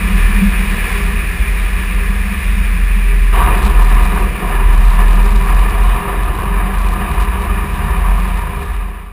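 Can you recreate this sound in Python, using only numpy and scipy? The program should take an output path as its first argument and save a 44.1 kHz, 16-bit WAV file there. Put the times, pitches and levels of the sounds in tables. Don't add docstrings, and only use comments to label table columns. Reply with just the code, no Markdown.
import sys
import numpy as np
from scipy import signal
from scipy.fft import rfft, irfft, next_fast_len
from scipy.io import wavfile
from scipy.ndimage import uniform_filter1d, minimum_filter1d

SR = 44100
rng = np.random.default_rng(int(sys.argv[2]) if len(sys.argv) > 2 else 0)


def to_linear_factor(level_db):
    exponent = np.asarray(level_db, float) / 20
    return 10 ** exponent


def file_out(sig):
    cols = np.atleast_2d(sig).T
    lim = np.clip(cols, -1, 1)
    pcm = np.round(lim * 32767).astype(np.int16)
    wavfile.write(sys.argv[1], SR, pcm)


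N = 402191

# (time [s], level [dB])
ROAD = [(3.32, -39), (3.33, -22), (3.37, -18.5), (3.48, -20), (3.74, -26.5), (3.79, -21.5), (3.85, -28.5),
        (4.01, -24.5), (4.18, -24.5), (4.32, -32.5), (4.45, -28), (4.51, -23), (4.79, -26.5), (5.0, -24),
        (5.34, -27), (5.5, -25), (6.95, -26.5), (9.12, -28)]
RUMBLE_TOP_HZ, HUM_TOP_HZ = 170, 600


def rms_one(x):
    return x / np.sqrt(np.mean(x ** 2) + 1e-20)


def in_time(rows):
    s, *columns = np.transpose(rows)
    return [np.interp(np.arange(N) / SR, s, c) for c in columns]


def drift(rate):
    r = np.exp(-80 * np.pi * rate / SR)
    slow = signal.lfilter([1], [1, -2 * r, r * r], rng.standard_normal(N // 40 + 2002))
    slow = rms_one(slow[2000:])
    return np.interp(np.arange(N) / 40, np.arange(len(slow)), slow)


def spells(rows, rest_db, attack_s, release_s):
    t = np.arange(0, N + 64, 64) / SR
    shapes = []
    for s, hold, db in rows:
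        ramp = np.minimum((t - s) / attack_s, (s + hold - t) / release_s) + 1
        shapes.append((db - rest_db) * np.clip(ramp, 0, 1))
    return rest_db + np.interp(np.arange(N) / SR, t, np.max(shapes, axis=0))


def filtered(x, order, edge_hz, kind):
    return signal.sosfilt(signal.butter(order, edge_hz, kind, fs=SR, output="sos"), x)


def resonate(x, hz, width):
    r = np.exp(-np.pi * width / SR)
    poles = [1, -2 * r * np.cos(2 * np.pi * hz / SR), r * r]
    return signal.lfilter(np.array([1, 0, -1]) * (1 - r * r) / 2, poles, x)


def ringing_noise(hz, width):
    return rms_one(resonate(resonate(rng.standard_normal(N), hz, width), hz, width))


def coloured(spectrum):
    size = next_fast_len(N)
    hz = np.maximum(np.arange(size // 2 + 1) * SR / size, 1)
    knot_hz, knot_db = np.transpose(spectrum)
    shape = to_linear_factor(np.interp(np.log(hz), np.log(knot_hz), knot_db))
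    return rms_one(irfft(rfft(rng.standard_normal(size)) * shape, size)[:N])


def tone(turns, waver_db):
    sine = np.sin(2 * np.pi * (turns + rng.random()))
    return np.sqrt(2) * sine * to_linear_factor(waver_db * drift(2.3))


def through_mode(hz, mode_hz, half_hz, top_db, steep):
    return top_db - steep * 10 * np.log10(1 + ((hz - mode_hz) / half_hz) ** 2)


def touchdown():
    return np.clip((np.arange(N) / SR - ROAD[0][0]) / .01, 0, 1)


def engine():
    # (time [s], firing rate [Hz], firing level [dB])
    idle = [(0.0, 85, -26), (0.12, 83, -25), (0.27, 77.0, -22.5), (0.6, 73.6, -26), (0.9, 74.53, -24),
            (1.8, 72.8, -30.5), (2.1, 70.9, -24.5), (2.4, 71.46, -25), (2.7, 69.85, -24),
            (3.6, 64.9, -32.5), (4.2, 64.86, -31), (4.65, 63.55, -32), (5.1, 64.76, -31),
            (5.7, 69.2, -38.5), (6.6, 70.9, -28.5), (6.9, 70.66, -25.5), (7.3, 71.78, -22.5),
            (9.12, 71.7, -24.5)]
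    # (multiple of firing, level against firing [dB])
    weak_orders = [(.75, -6), (1.5, -23), (3, -22)]
    firing_hz, firing_db = in_time(idle)
    turns = np.cumsum(firing_hz) / SR
    crank_db = through_mode(firing_hz / 2, mode_hz=39.5, half_hz=2.5, top_db=-10, steep=3)
    crank_db -= 7.5 * touchdown()
    second_db = through_mode(2 * firing_hz, mode_hz=130.5, half_hz=8, top_db=-34.5, steep=2)
    out = to_linear_factor(firing_db) * tone(turns, waver_db=1.4)
    out += to_linear_factor(crank_db) * tone(turns / 2, waver_db=1.5)
    out += to_linear_factor(second_db) * tone(2 * turns, waver_db=2.5)
    out += to_linear_factor(firing_db) * sum(to_linear_factor(db) * tone(k * turns, waver_db=4.5) for k, db in weak_orders)
    return out + propeller(firing_hz, turns)


def propeller(firing_hz, turns):
    blades_per_firing = 3 / (2 * 2.43)
    beat_db = through_mode(blades_per_firing * firing_hz, mode_hz=39, half_hz=3.4, top_db=-6, steep=1.27)
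    blade = tone(blades_per_firing * turns, waver_db=0.64)
    blade += to_linear_factor(-34.5) * tone(2 * blades_per_firing * turns, waver_db=5.5)
    return to_linear_factor(beat_db) * faltering() * blade


def faltering():
    # (time [s], level [dB], fall or rise to it [s],
    # recovery [s])
    breaks = [(0.741, -12, .16, .33), (1.36, -11, 0.16, .13), (1.85, -18, 0.16, 0.1),
              (2.35, -12, 0.26, 0.26), (3.479, -7, 0.14, 0.063), (3.61, -13, 0.12, 0.14),
              (4.17, -10.5, 0.16, 0.046), (4.37, -28, 0.27, 0.37), (5.46, 0.5, 0.07, 0.17),
              (6.03, -22, 0.065, 0.34), (6.44, -13, .15, 0.14), (6.71, -5, 0.13, .11),
              (7.1, -22, 0.16, .11), (7.36, -14, 0.13, .15), (7.499, -5, 0.11, 0.078),
              (7.63, -12, 0.058, 0.29), (8.11, 4, .16, .14), (8.46, -10, 0.1, .27), (8.95, -7, 0.14, .2)]
    t = np.arange(0, N + 64, 64) / SR
    gains = []
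    for s, db, fall, recovery in breaks:
        gains.append(1 + (to_linear_factor(db) - 1) * np.interp(t, [s - fall, s, s + recovery], [0, 1, 0]))
    return np.interp(np.arange(N) / SR, t, np.prod(gains, axis=0))


def buffet():
    # (frequency [Hz], width [Hz], level [dB])
    bending_modes = [(46.55, 4.6, -4.5), (57.2, 6.8, -2), (77, 25, -28)]
    # (time [s], hold [s], level [dB])
    gusts = [(.1, 0.1, -22), (.51, 0.15, -24), (1.05, 0.073, -22), (1.42, 0, -13.5), (1.8, 0.14, -19),
             (2.36, 0.32, -20), (3.2, 0, -22), (3.43, 0.34, -12.5), (3.9, 0.36, -16.5), (4.67, 0.22, -13.5),
             (5.4, 0.0059, -17), (5.66, 0.034, -14.5), (5.87, 0, -17), (6.29, 0, -21), (6.5, .1, -23.5),
             (6.9, 0.19, -21), (7.17, 0.045, -19), (7.92, .12, -19), (8.62, .12, -16.5)]
    bending = sum(to_linear_factor(db) * ringing_noise(hz, width) for hz, width, db in bending_modes)
    bending = rms_one(filtered(bending, 4, 34, "high"))
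    swing = np.sqrt(uniform_filter1d(bending ** 2, size=4000) + 0.24)
    gust_db = spells(gusts, rest_db=-30.5, attack_s=.13, release_s=.13)
    return to_linear_factor(gust_db) * rms_one(bending / swing)


def airflow():
    # (time [s], level [dB])
    rush = [(0, -26.5), (.97, -25.5), (1.15, -28), (3.1, -30.5), (4.3, -32), (4.7, -33.5), (5.9, -33.5),
            (6.4, -39), (6.9, -36), (9.12, -35)]
    air_db, = in_time(rush)
    return to_linear_factor(air_db + 0.39 * drift(16.0))


def air_noise(air):
    # (frequency [Hz], level per Hz [dB])
    air_spectrum = [(53, -30), (90, -11.5), (119, -12.5), (188, -8.5), (257, -16), (398, -15.5), (565, -21),
                    (1010, -19), (2460, -11.5), (3140, -25.5), (5900, -32.5), (7670, -74), (13000, -120)]
    return air * coloured(air_spectrum)


def drumming():
    # (frequency [Hz], width [Hz], level [dB])
    panel_modes = [(179.9, 15, -6), (195.7, 12.8, -6.5), (209.5, 7.6, -10.5)]
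    # (time [s], hold [s], level [dB])
    drum_spells = [(0, 0.13, -17), (.43, 0, -12.5), (.55, 0.2, -20.5), (1.14, 0.013, -23.5),
                   (2.26, 0.0077, -23), (3.62, .04, -22.5), (3.99, 0, -24), (4.55, 0.016, -23.5),
                   (5.1, 0.27, -25.5), (6.07, 0, -27), (6.3, .35, -29), (7.5, .12, -28)]
    panel_db = spells(drum_spells, rest_db=-27, attack_s=0.21, release_s=0.11) + 1.47 * drift(2.05)
    return to_linear_factor(panel_db) * sum(to_linear_factor(db) * ringing_noise(hz, width) for hz, width, db in panel_modes)


def tyre_drives():
    # (time [s], hold [s], level above their usual hum [dB])
    shudders = [
        (3.5, 0.25, 4.5),
        (4.22, 0.22, 6.5),
        (5.1, 0.17, 1.5),
        (6.05, 0.38, 2.5),
        (7.4, 0.045, 0),
    ]
    roar_db, = in_time(ROAD)
    swing_db = roar_db + 26.5
    rumble_db = -30.5 + 0.73 * swing_db + 1.56 * drift(5.9)
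    hum_db = -33.5 + 0.74 * swing_db + 1.23 * drift(5.9)
    hum_db += spells(shudders, rest_db=0, attack_s=0.044, release_s=0.044)
    roar_db = roar_db + 0.27 * drift(4.0)
    grit = 1.3 * drift(45)
    return [touchdown() * to_linear_factor(db + 0.32 * drift(7.16) + grit) for db in (rumble_db, hum_db, roar_db)]


def road_noise(rumble, hum, roar):
    # (frequency [Hz], level per Hz [dB])
    road_spectrum = [(53, -29), (90, 10), (119, -1), (194, -2), (262, -6.5), (398, -6.5), (565, -9),
                     (1180, -7.5), (1310, -8), (2460, -15), (5900, -66), (7670, -79), (13000, -120)]
    bed = coloured(road_spectrum)
    low = filtered(bed, 4, RUMBLE_TOP_HZ, "low")
    middle = filtered(bed, 2, [RUMBLE_TOP_HZ, HUM_TOP_HZ], "band")
    high = filtered(bed, 4, HUM_TOP_HZ, "high")
    return to_linear_factor(2.5) * rumble * low + to_linear_factor(3.0) * hum * middle + to_linear_factor(-0.5) * roar * high


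def airframe():
    # (frequency [Hz], width [Hz], level from airflow [dB], level from tyres [dB])
    frame_modes = [(129.4, 32, -19, -7.5), (155.5, 25, -10, -6), (324, 115, -21, -8.5),
                   (402.5, 12.2, -11.5, -4), (382.3, 55, -19.5, -9), (479.7, 74, -18, -11.5),
                   (726, 97, -17.5, -9.5), (964.6, 77, -15, -5), (1033.5, 77, -12, -6.5),
                   (1142, 70, -12, -7), (1210.6, 69, -12, -7.5), (1370, 47, -19, -23.5),
                   (1729, 213, -4, -9.5), (1920, 580, -6, -35.5), (2417, 315, -2.5, -14),
                   (2865, 350, -13.5, -15.5), (3388, 110, -19.5, -34), (3713, 350, -17.5, -23.5),
                   (4810, 470, -26.5, -31.5), (5475, 220, -28.5, -49)]
    air = airflow()
    rumble, hum, roar = tyre_drives()
    out = air_noise(air) + drumming() + road_noise(rumble, hum, roar)
    for hz, width, air_share_db, road_share_db in frame_modes:
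        road = rumble if hz < RUMBLE_TOP_HZ else hum if hz < HUM_TOP_HZ else roar
        power = (air * to_linear_factor(air_share_db)) ** 2 + (road * to_linear_factor(road_share_db)) ** 2
        out += np.sqrt(power) * to_linear_factor(drift(7.4)) * ringing_noise(hz, width)
    return out


def wheels():
    # (time [s], turns per second [Hz], level [dB])
    spin = [
        (3.4, 9.13, -46.9),
        (3.6, 13.02, -37.5),
        (3.8, 16.72, -40.3),
        (4.1, 15.89, -40),
        (4.8, 16.52, -39.5),
        (5.6, 15.46, -35.5),
        (6.8, 15.21, -45),
        (7.6, 15.59, -46),
        (8.4, 13.94, -41.5),
        (9.12, 14.03, -42),
    ]
    # (multiple of turns, level [dB])
    spin_orders = [(1, 2.5), (2, 1.5), (3, 12.5), (4, 9), (5, -3), (6, -9.5)]
    per_s, level_db = in_time(spin)
    turns = np.cumsum(per_s) / SR
    orders = sum(to_linear_factor(db) * tone(k * turns, waver_db=0.5) for k, db in spin_orders)
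    return touchdown() * to_linear_factor(level_db) * orders


def housing(clicks):
    # (frequency [Hz], width [Hz], level [dB])
    shell_modes = [(3670, 1640, 3), (4820, 230, 2), (1106.3, 500, -12), (5420, 670, -3)]
    clicks = clicks + 1e-18
    return sum(to_linear_factor(db) * resonate(resonate(clicks, hz, width), hz, width) for hz, width, db in shell_modes)


def rattle(shake):
    # (time [s], hold [s], level [dB])
    tick_spells = [(3.3, 0.13, -59), (3.64, 0.025, -44), (3.82, .12, -53), (4.0, 0.22, -56),
                   (4.74, 0.88, -55), (5.75, .22, -61), (6.23, 0.035, -55), (6.37, 0.079, -56),
                   (6.74, 0.15, -55), (7.12, 0.046, -53), (7.21, 0, -49), (7.42, 0, -52),
                   (7.73, 0.015, -55), (7.84, 0.02, -64), (8.2, 0.11, -57), (8.37, 0.034, -54),
                   (8.6, 0.13, -56)]
    swing = np.clip(shake / .5, 0, 1.6) ** 2
    ticks_per_s = (200 + 450 * swing) * touchdown()
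    struck = rng.random(N) < ticks_per_s / SR
    sizes = to_linear_factor(2.0 * np.minimum(rng.exponential(1, N), 3)) * rng.choice([-1, 1], N)
    tick_db = spells(tick_spells, rest_db=-69, attack_s=0.059, release_s=0.1) + 8.5
    return to_linear_factor(tick_db) * rms_one(housing(struck * sizes))


def knocks(shake):
    # (time [s], peak level [dB])
    blows = [(3.4372, -25), (3.5525, -25), (3.5809, -23), (3.6298, -28), (3.6458, -31), (3.8305, -28),
             (3.9508, -30), (4.0523, -25), (3.766, -29), (4.155, -30), (4.4958, -29), (4.7488, -34),
             (4.9079, -32), (5.0111, -27), (5.1124, -30), (5.1603, -30), (5.2308, -30), (5.26, -30),
             (5.3619, -24), (5.3848, -29), (5.4806, -28), (5.6075, -30), (5.6984, -24), (5.8372, -27),
             (6.2346, -30), (6.8031, -34), (6.9204, -30), (6.9385, -26), (7.2133, -30), (7.9112, -31)]
    clicks, luck, size_db = np.zeros(N), rng.random(N), rng.normal(0, 2, N)
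    swing = uniform_filter1d(shake, size=100) * touchdown()
    tops = signal.find_peaks(swing, height=.33, distance=600)[0]
    clicks[tops] = (luck[tops] < .4) * to_linear_factor(-33 + size_db[tops])
    for s, db in blows:
        clicks[round(s * SR)] = to_linear_factor(db)
    return housing(to_linear_factor(21.5) * clicks)


def scene():
    shake = engine() + buffet() + wheels()
    return (shake + airframe() + rattle(shake) + knocks(shake))[None]


def stretched(x):
    quarter = signal.resample_poly(x, 40, 147, axis=1)
    return signal.resample_poly(np.repeat(quarter, 4, axis=1), 147, 160, axis=1)[:, :N]


def limited(x):
    room_left = minimum_filter1d(1.04 / np.maximum(np.abs(x), 1.04), size=881, axis=1)
    return x * uniform_filter1d(room_left, size=441, axis=1)


def low_pass(x):
    return signal.sosfilt(signal.butter(12, 16180, fs=SR, output="sos"), x)


def record(dry):
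    fade_start_s, fade_end_s = 8.24, 9.287
    fade = np.clip((fade_end_s - np.arange(N) / SR) / (fade_end_s - fade_start_s), 0, 1)
    top_cut = signal.ellip(14, .3, 70, 15090, fs=SR, output="sos")
    mix = signal.sosfilt(top_cut, limited(stretched(dry)) * fade)
    return low_pass(mix)


dry = scene()
out = record(dry)
file_out(out)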